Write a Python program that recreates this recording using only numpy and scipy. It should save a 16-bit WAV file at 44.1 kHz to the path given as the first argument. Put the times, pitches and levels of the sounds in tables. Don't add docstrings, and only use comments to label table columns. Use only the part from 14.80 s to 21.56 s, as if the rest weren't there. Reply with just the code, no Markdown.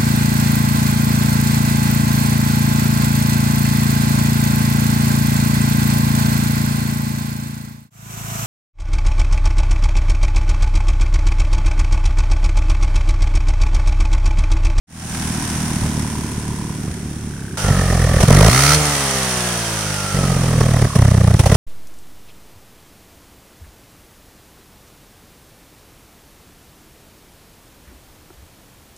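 import sys
import numpy as np
from scipy import signal
from scipy.fft import rfft, irfft, next_fast_len
from scipy.io import wavfile
from scipy.ndimage import uniform_filter1d

SR = 44100
rng = np.random.default_rng(int(sys.argv[2]) if len(sys.argv) > 2 else 0)


def persist_wave(psi):
    counts = np.round(np.clip(psi, -1, 1) * 32767).astype(np.int16)
    wavfile.write(sys.argv[1], SR, np.atleast_2d(counts).T)


N = 298116
T = np.arange(N) / SR
STANDING_FROM_S = 2.772
REFERENCE_HZ = 50

# f/Hz, level/dB
FLAME_TONE = [(60, -31), (200, 9), (310, -15.5), (400, -1), (540, -2), (660, -2.5), (920, -13.5),
              (1200, -8.5), (1500, -17), (1900, -9.5), (2800, -35), (5000, -28), (15000, -46)]
# f/Hz, level/dB
CRACK_TONE = [(100, -52), (500, 14), (1500, -5.5), (3000, -4.5), (6000, -10), (10000, -14.5),
              (16000, -22.5)]
# start/s, end/s, f/Hz, bandwidth/Hz, level/dB, moment of the hit/cycles
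METAL_RINGS = [(0.45, 1.95, 980, 170, -41, 0.1), (2.52, 2.77, 1560, 220, -45, -0.23),
               (2.88, 3.42, 1790, 160, -33, -0.43), (6.06, 6.24, 1090, 160, -35, -0.2)]
# t/s, thump level/dB, thump width/ms, crack level/dB
BACKFIRES = [(1.031, -12.5, 2.7, -43), (1.061, -14, 1.7, -33), (2.055, -18.5, 0.97, -59),
             (2.083, -13.5, 1.6, -61), (2.113, -18, 2.2, -54), (2.912, -1, 2.1, -27), (3.415, -7, 3.8, -15),
             (3.439, 5, 1.73, -17), (6.164, 0, 1.8, -20), (6.604, 3, 2.15, -15), (6.669, 1, 2.19, -16.5),
             (6.727, 4, 1.95, -18), (6.755, 1, 2.15, -16.5)]
# start/s, end/s, thump level/dB, flame level/dB,
# spit against flame/dB, exhaust boost/dB, thump width/ms, lean of the thump's wave
FLARE_RUNS = [(2.835, 3.405, -17.5, -18.5, -7.5, 7, 3.25, -0.62),
              (3.475, 3.697, -6.5, -8.5, -4.5, 12, 2.2, 0.4),
              (5.335, 5.778, -20.5, -20, -6, 9.5, 2.23, 0.42),
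              (5.772, 6.068, -15, -15.5, -7.5, 6.5, 2.2, 0.49),
              (6.149, 6.57, -10.5, -15.5, -7.5, 3.5, 2.15, 0.26),
              (6.616, 6.761, -14, -14, -6.5, 2, 2.9, 0.34)]


def undb(db):
    return 10 ** (np.asarray(db) / 20)


def unit(x):
    return x / np.sqrt(np.mean(x ** 2))


def noise():
    return rng.standard_normal(N)


def colour(x, tone):
    size = next_fast_len(N + SR // 2)
    hz, db = np.transpose(tone)
    bin_hz = np.fft.rfftfreq(size, 1 / SR)
    log_gain = np.log(undb(np.interp(np.log(bin_hz + 1), np.log(hz), db)))
    cepstrum = irfft(log_gain, size) * (1 + np.sign(size / 2 - np.arange(size)))
    cepstrum[0] /= 2
    return irfft(rfft(x, size) * np.exp(rfft(cepstrum, size)), size)[..., :N]


def hiss(tone):
    return unit(colour(noise(), tone))


def spread(middle, other, split_hz=2300):
    side = signal.sosfilt(signal.butter(1, split_hz, "high", fs=SR, output="sos"), other)
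    return np.array([middle + side, middle - side])


def bump(u):
    return np.exp(-u ** 2 / 2)


def strike(u):
    age = np.maximum(u, 0)
    return age * np.exp(1 - age)


def each_cycle(cycles, phase, scatter_db):
    nearest = np.round(cycles[0] - phase).astype(int)
    since = (cycles[0] - phase - nearest) / cycles[1]
    return since, undb(scatter_db * rng.standard_normal(1024))[nearest]


def puff(u, lean=0.):
    return (u ** 2 - 1 + lean * u) * bump(u)


def puff_gain(hz, width_s):
    return 1 / np.sqrt(hz * width_s * np.sqrt(np.pi) * 3 / 4)


def exhaust_and_intake(cycles, phase, width_ms, lean, edge, gas, intake, intake_ms, lag, scatter_db):
    since, strength = each_cycle(cycles, phase, scatter_db)
    u = since * 1000 / width_ms
    rush = gas * bump(u + .5) * hiss(FLAME_TONE)
    exhaust = strength * (puff(u, lean) + edge * puff(1.79 * u) + rush)
    since, strength = each_cycle(cycles, phase + lag, scatter_db)
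    gulp = intake * strength * puff(since * 1000 / intake_ms)
    return (exhaust + gulp) * puff_gain(cycles[1], width_ms / 1000)


def burning_jet(facing):
    # f/Hz, level/dB
    rumble_tone = [(20, -21), (50, -3), (110, 0.5), (230, 0.5), (330, -6), (560, -24.5), (2000, -53)]
    bark_tone = [(180, -24), (380, 2.5), (450, -5.5), (560, -25), (2000, -46)]
    rumble = spread(hiss(rumble_tone), hiss(rumble_tone), split_hz=1200)
    return undb(-1) * rumble + undb(-10.5) * facing ** 3 * hiss(bark_tone)


def metal_taps(cycles):
    count, _ = cycles
    phases, strengths = rng.random(160), rng.standard_normal(160)
    tap_counts = (np.arange(int(count[-1]))[:, None] + phases).ravel()
    tap_s = np.interp(tap_counts, count, T)
    taps = np.bincount((tap_s * SR).astype(int), np.resize(strengths, len(tap_s)), N)
    return unit(taps * undb(3 * noise()))


def case_ringing(x):
    # f/Hz, bandwidth/Hz, level/dB
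    resonances = [(1320, 700, -26), (1880, 78, -2.5), (3160, 16, 12), (3660, 44, 8.5), (4220, 490, 4.5),
                  (4740, 21, 6), (5960, 34, 5.5)]
    return unit(sum(undb(db) * signal.lfilter(*signal.iirpeak(hz, hz / width, fs=SR), x)
                    for hz, width, db in resonances))


def clatter(cycles, taps, valve_phase, valve_depth, ring, lowest_hz):
    # f/Hz, level/dB
    parts_tone = [(60, -43), (250, 7), (400, 2), (700, 0.5), (950, -4.5), (1300, -1), (1700, -4.5),
                  (2300, -6.5), (3200, -6), (4500, -11.5), (8000, -13.5), (12000, -19), (16000, -28)]
    since, strength = each_cycle(cycles, valve_phase, scatter_db=5)
    swell = 1 + valve_depth * strength * strike(since / 0.002)
    bass_cut = signal.butter(2, lowest_hz, "high", fs=SR, output="sos")
    shakes = [signal.sosfilt(bass_cut, swell * (taps * metal_taps(cycles) + noise())) for _ in range(2)]
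    rattles = [unit(colour(x, parts_tone)) + ring * case_ringing(x) for x in shakes]
    return unit(spread(*rattles)) * np.sqrt(2)


def metal_ring(cycles, start, end, ring_hz, width_hz, db, phase):
    since, strength = each_cycle(cycles, phase, scatter_db=2.5)
    age = np.maximum(since, 0)
    ring = np.sin(2 * np.pi * ring_hz * age + 4 * strength) * strike(np.pi * width_hz * age) * strength
    fade = uniform_filter1d(1. * ((T > start) & (T < end)), size=3000)
    return undb(db) * unit(ring) * fade


def rolling_bike():
    # t/s, cycle rate/Hz
    speed = [(0.0, 42.13), (0.3, 39.97), (0.6, 39.44), (1.0, 38.33), (1.4, 36.95), (1.8, 37.06),
             (2.1, 36.55), (2.4, 37.52), (2.77, 32.34)]
    # f/Hz, gain/dB
    rolling_tone = [(350, -6), (570, -7.5), (800, 3.5), (980, 3.5), (1250, -3.5), (1700, 2.5), (2300, 0.5),
                    (2800, -1.5), (9000, 3), (15000, 1)]
    passes_s, closest_m, metres_per_s = 0.7, 1.7, 3.36
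    hz = np.interp(T, *np.transpose(speed))
    cycles = np.cumsum(hz) / SR, hz
    along_m = metres_per_s * (T - passes_s)
    distance_m = np.hypot(along_m, closest_m)
    near = closest_m / distance_m
    facing = (1 + along_m / distance_m) / 2
    pipe = exhaust_and_intake(cycles, phase=-0.4145, width_ms=1.46, lean=-0.91, edge=0.25 * facing,
                              gas=0.073, intake=0.6, intake_ms=2.19, lag=0.461, scatter_db=2.2)
    jet = burning_jet(facing)
    metal = clatter(cycles, taps=0.83, valve_phase=0.16, valve_depth=0.33, ring=0.074, lowest_hz=443)
    rings = sum(metal_ring(cycles, *row) for row in METAL_RINGS if row[0] < STANDING_FROM_S)
    exhaust_gain = undb(-27 + 4.5 * (facing - .5)) * near ** 0.71
    return exhaust_gain * (pipe + jet) + undb(-32) * near * colour(metal, rolling_tone) + rings


def backfires():
    thump, blaze, crack = np.zeros((3, N))
    for at_s, db, width_ms, crack_db in BACKFIRES:
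        span = abs(T - at_s) < .06
        since = T[span] - at_s
        thump[span] += undb(db) * puff(since * 1000 / width_ms, lean=0.1)
        blaze[span] += undb(db) * bump((since + 0.0039) / 0.0044)
        crack[span] += undb(crack_db) * strike((since + 0.013) / 0.0066)
    gas = spread(hiss(CRACK_TONE), hiss(CRACK_TONE))
    return thump + undb(-18.5) * blaze * hiss(FLAME_TONE) + crack * gas


def wander(samples):
    return unit(uniform_filter1d(uniform_filter1d(noise(), samples), samples))


def drone(count):
    # multiple of the cycle rate, level/dB
    overtones = [(3, -1), (4, -5.5), (5, -16), (6, -4), (7, -12), (8, -5), (9, -9), (10, -4.5), (11, -11),
                 (12, -5), (13, -12), (14, -11), (16, -10), (17, -4), (18, -9), (21, -14)]
    # f/Hz, gain/dB
    silencer_tone = [(130, 1.5), (185, 7), (230, -1), (300, 3), (430, 4), (620, 3), (800, 2.5), (1000, -2),
                     (1300, -2)]
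    hum = 0
    for multiple, db in overtones:
        gain = undb(db + 2 * wander(4000))
        hum += gain * np.sin(2 * np.pi * (multiple * count + rng.random()) + .2 * wander(1000))
    return colour(unit(hum), silencer_tone)


def gear_whine(count, teeth=28):
    # f/Hz, level/dB
    whine_levels = [(900, -43), (1200, -35.5), (1380, -27), (1500, -41), (2000, -32), (2400, -36.5)]
    angle = 2 * np.pi * count
    return colour(np.sin(teeth * angle + 0.55 * wander(600) + 0.69 * np.sin(angle)), whine_levels)


def afterfire(cycles):
    since, strength = each_cycle(cycles, phase=0., scatter_db=1.8)
    lit_s = T - since
    spent = np.min([abs(lit_s - bang[0]) for bang in BACKFIRES], axis=0) < .011
    flame = bump((since + 0.001) / 0.0028) * hiss(FLAME_TONE)
    spit = strike((since + 0.0089) / 0.0021) * spread(hiss(CRACK_TONE), hiss(CRACK_TONE))
    flares = 0
    for start, end, thump_db, flame_db, spit_db, _, width_ms, lean in FLARE_RUNS:
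        width_s = width_ms / 1000
        thump = undb(thump_db) * puff(since / width_s, lean) * puff_gain(cycles[1], width_s)
        roar = undb(flame_db) * (flame + undb(spit_db) * spit)
        flares += (lit_s > start) * (lit_s < end) * (thump + roar)
    return flares * strength * ~spent


def throttle_blip():
    opens_s, full_s, released_s = 3.26, 3.74, 3.95
    shut_s, load_fade_s = 0.016, 0.2
    opening = np.clip((T - opens_s) / (full_s - opens_s), 0, 1)
    since = np.maximum(T - released_s, 0)
    return opening * np.clip(1 - since / shut_s, 0, 1), opening * np.exp(-since / load_fade_s)


def combustion_knock(cycles, octaves):
    # f/Hz, level/dB
    rap_tone = [(200, -23), (700, -19), (1300, 17.5), (1650, -1), (2000, 13.5), (3000, -8), (4500, -7),
                (6500, -25), (10000, -6.5), (16000, -14)]
    edge_tone = [(2500, -34), (3900, -10), (4250, 5.5), (4600, -7), (4900, 0), (5400, -14), (6100, -1.5),
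                 (6700, -34), (10000, -28)]
    since, _ = each_cycle(cycles, phase=0.35, scatter_db=0)
    shakes = [metal_taps(cycles) + 1.3 * noise() for _ in range(2)]
    rap = spread(*(unit(colour(x, rap_tone)) + 0.41 * case_ringing(x) for x in shakes))
    edge = spread(*(unit(colour(x, edge_tone)) for x in shakes))
    return (undb(-18) * rap + undb(-41 + 32.5 * octaves) * edge) * strike(since / 0.0024)


def standing_bike():
    # t/s, cycle rate/Hz
    speed = [(2.77, 53.5), (2.92, 46.72), (3.25, 41.56), (3.45, 41.55), (3.59, 49.43), (3.78, 66.6),
             (3.96, 76.06), (4.32, 66.95), (4.54, 62.4), (5.15, 50.54), (5.33, 48.1), (5.65, 42.2),
             (6.44, 29.93), (6.6, 30.64), (6.76, 36.94)]
    hz = np.interp(T, *np.transpose(speed))
    count = np.cumsum(hz * (T >= STANDING_FROM_S)) / SR
    cycles = count, hz
    octaves = np.log2(hz / REFERENCE_HZ)
    throttle, load = throttle_blip()
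    flare_db = sum(db * (T > start) * (T < end) for start, end, _, _, _, db, _, _ in FLARE_RUNS)
    boost_db = np.maximum(14 * load, uniform_filter1d(1. * flare_db, size=900))
    pipe_gain = undb(-28.5 - 6.5 * octaves + boost_db)
    metal_gain = undb(-30 + 9.5 * octaves + 4 * throttle)
    pipe = exhaust_and_intake(cycles, phase=-0.314, width_ms=2.11, lean=0.067, edge=0.007, gas=0.16,
                              intake=0.36 + 0.46 * load, intake_ms=1.4, lag=0.517, scatter_db=1.67)
    metal = clatter(cycles, taps=0.44, valve_phase=0.47, valve_depth=0.25, ring=0.21, lowest_hz=855)
    hum = undb(-35 + 16 * octaves) * drone(count)
    whine = gear_whine(count)
    knock = throttle * combustion_knock(cycles, octaves)
    rings = sum(metal_ring(cycles, *row) for row in METAL_RINGS if row[0] > STANDING_FROM_S)
    return pipe_gain * pipe + metal_gain * metal + hum + whine + knock + rings + afterfire(cycles)


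def scene():
    return np.where(T < STANDING_FROM_S, rolling_bike(), standing_bike()) + backfires()


def record(dry):
    # f/Hz, gain/dB
    left_tone = [(100, 0), (1500, 0), (3000, -2), (5000, -6.5), (7000, 0.5), (8300, 6), (9300, 13.5),
                 (10500, 5), (12000, 0), (16000, 0)]
    right_tone = [(100, 1), (1500, 2), (4500, 0.5), (5800, 9.5), (7000, 3), (10000, -4), (13000, -1),
                  (16000, 3.5)]
    fade_from_s, fade_s, top_hz = 0.07, 0.28, 15800
    x = np.array([colour(dry[0], left_tone), colour(dry[1], right_tone)])
    x = .97 * x / (1 + x ** 6) ** (1 / 6)
    x = x * np.clip((T - fade_from_s) / fade_s, 0, 1)
    return signal.sosfiltfilt(signal.ellip(8, .1, 50, top_hz, fs=SR, output="sos"), x)


dry = scene()
out = record(dry)
persist_wave(out)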